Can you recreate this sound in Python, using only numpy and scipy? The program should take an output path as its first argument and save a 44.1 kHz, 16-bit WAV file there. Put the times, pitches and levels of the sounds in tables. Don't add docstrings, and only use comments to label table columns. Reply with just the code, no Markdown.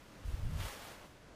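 import sys
import numpy as np
from scipy import signal
from scipy.fft import rfft, irfft
from scipy.io import wavfile

SR = 44100
rng = np.random.default_rng(int(sys.argv[2]) if len(sys.argv) > 2 else 0)


def store_wav(level_fs):
    pcm = np.round(np.clip(np.atleast_2d(level_fs), -1, 1) * 32767)
    wavfile.write(sys.argv[1], SR, pcm.T.astype(np.int16))


N = 59535

# t/s, level/dB
GUST_LEVEL = [(.17, -79), (.22, -55), (.27, -41), (.315, -47.5), (.39, -43), (.46, -37), (.5, -38.5),
              (.57, -36.5), (.63, -40), (.67, -44.5), (.72, -66), (.77, -84)]
# t/s, f/Hz
GUST_CUTOFF = [(.26, 80.6), (.38, 98), (.52, 127.4), (.58, 104), (.68, 78)]
# t/s, peak level/dB, centre-to-peak time/s
BUFFET_HITS = [(.287, -34, 0.0034), (0.342, -28, 0.0031), (0.46, -33, 0.009), (0.599, -37, 0.0029)]
# t/s, level/dB, tilt/(dB per octave)
RUB_STROKES = [(0, -62.5, -0.6), (.235, -62.5, -.6), (.26, -59, 1.1), (.35, -56, -0.3), (.39, -57.5, -0.5),
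               (.495, -59.5, 0.5), (.565, -54, 0.1), (.605, -47, 0.2), (.652, -46, 1.14),
               (.725, -48.5, 0.77), (.785, -51.5, 0.05), (.85, -50.5, 0.3), (.92, -52, -0.1),
               (.97, -56, -0.8), (1.055, -57, -1.7), (1.08, -66, 1.7), (1.14, -67.5, 0),
               (1.35, -62.5, -4.8)]
# f/Hz, level/dB
CLOTH_EQ = [(100, -15.5), (300, -3), (550, 1), (760, -0.5), (1030, 1.75), (1900, -3.5), (3000, -6),
            (4500, -8.5), (8000, -13), (12500, -15.5), (15000, -18.5)]
# f/Hz, width/Hz, gain/dB
CLOTH_RESONANCES = [(590, 190, 2.5), (898, 69, 3.5), (1050, 160, -0.5), (1240, 140, 1), (1640, 200, 2),
                    (2050, 110, 3), (2780, 280, 1.5), (3270, 250, 2)]
# t/s, peak level/dB
CREASE_HITS = [(0.51, -44), (.604, -38), (0.615, -53), (1.055, -50)]
# f/Hz, level/dB
WASH_EQ = [(20, 1), (45, 2.5), (130, 0.5), (200, -0.5), (300, 0), (400, -7.5), (580, -3), (800, -13.5),
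           (1500, -13), (3000, -19), (6000, -24), (10000, -31.5), (15000, -43)]
# t/s, level/dB
WASH_LEVEL = [(0, -59), (.12, -59), (.18, -55), (.3, -57), (1.05, -57.5), (1.12, -58), (1.28, -59),
              (1.31, -57.5), (1.35, -56.5)]


def gust(low_cut_hz=30, rolloff_order=4.01, steadiness=0.23):
    def rumble_band(hz, s):
        port = hz ** 2 / (hz ** 2 + low_cut_hz ** 2)
        return port / np.sqrt(1 + (hz / follow(GUST_CUTOFF, s)) ** (2 * rolloff_order))

    eddies = sweep(rng.standard_normal(N), rumble_band, size=2048)
    power = signal.fftconvolve(eddies ** 2, np.hanning(SR // 20), "same")
    compressed = eddies / (abs(power) + 1e-9) ** (steadiness / 2)
    return unit_rms(compressed) * amp(follow(GUST_LEVEL, np.arange(N) / SR))


def buffets():
    t, thumps = np.arange(N) / SR, np.zeros(N)
    for centre_s, db, to_peak_s in BUFFET_HITS:
        passage = (t - centre_s) / to_peak_s
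        thumps -= amp(db) * passage * np.exp((1 - passage ** 2) / 2)
    return thumps


def sleeve(slips_per_s=7500, spread_db=3.0, smooth_share=0.56, flicker_db=0.05):
    signs = rng.choice([-1., 1.], N)
    strengths = amp(spread_db * np.minimum(rng.exponential(1, N), 4))
    slips = signs * strengths * (rng.random(N) < slips_per_s / SR)
    grain = np.sqrt(1 - smooth_share) * unit_rms(slips)
    hiss = np.sqrt(smooth_share) * rng.standard_normal(N)
    swish = unit_rms(sweep(grain + hiss, rub_tone))
    return swish * amp(follow(RUB_STROKES, np.arange(N) / SR) + flicker_db * wander(rate_hz=132))


def rub_tone(hz, s, pivot_hz=2000, rasp_at_s=0.621, rasp_hz=3100, rasp_db=5):
    time_offset = (s - rasp_at_s) / 0.025  # half-width, s
    pitch_offset = np.log2((hz + 1) / rasp_hz) / 0.47
    boost_db = rasp_db * np.exp(-time_offset ** 2 - pitch_offset ** 2)
    tilt_db = follow(RUB_STROKES, s, axis=2) * np.log2((hz + 100) / pivot_hz)
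    return cloth_tone(hz) * amp(boost_db + tilt_db)


def cloth_tone(hz):
    hollow_db = sum(db / (1 + (2 * (hz - f) / width) ** 2) for f, width, db in CLOTH_RESONANCES)
    return amp(eq_db(CLOTH_EQ, hz) + hollow_db)


def creases(decay_s=0.002):
    t, ticks = np.arange(N) / SR, np.zeros(N)
    for start_s, db in CREASE_HITS:
        burst = rng.standard_normal(N) * (t >= start_s) * np.exp(-abs(t - start_s) / decay_s)
        tick = colour(burst, cloth_tone)
        ticks += amp(db) * tick / abs(tick).max()
    return ticks


def far_wash(waver_db=0.8, waver_hz=25):
    bed = unit_rms(colour(rng.standard_normal(N), lambda hz: amp(eq_db(WASH_EQ, hz))))
    return bed * amp(follow(WASH_LEVEL, np.arange(N) / SR) + waver_db * wander(waver_hz))


def amp(db):
    return 10 ** (np.asarray(db) / 20)


def unit_rms(x):
    return x / np.sqrt(np.mean(x ** 2) + 1e-20)


def eq_db(curve, hz):
    f, db = np.transpose(curve)
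    return np.interp(np.log(hz + 1), np.log(f + 1), db)


def follow(table, t, axis=1):
    rows = np.array(table)
    return np.interp(t, rows[:, 0], rows[:, axis])


def colour(x, gain):
    return irfft(rfft(x) * gain(np.fft.rfftfreq(N, 1 / SR)), N)


def wander(rate_hz):
    return unit_rms(colour(rng.standard_normal(N), lambda hz: 1 / (1 + (hz / rate_hz) ** 4)))


def sweep(x, gain, size=512):
    hz, t, frames = signal.stft(x, SR, nperseg=size, noverlap=size * 3 // 4)
    gains = gain(hz[:, None], t)
    gains = gains / np.sqrt(np.mean(gains ** 2, axis=0))
    return signal.istft(frames * gains, SR, nperseg=size, noverlap=size * 3 // 4)[1][:N]


def scene():
    mono = far_wash() + gust() + buffets() + sleeve() + creases()
    return np.array([mono, mono])


def record(dry, high_cut_hz=15300):
    lowpass = signal.firwin(511, high_cut_hz, window=("kaiser", 9), fs=SR)
    return signal.oaconvolve(dry, lowpass[None], "same")


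dry = scene()
out = record(dry)
store_wav(out)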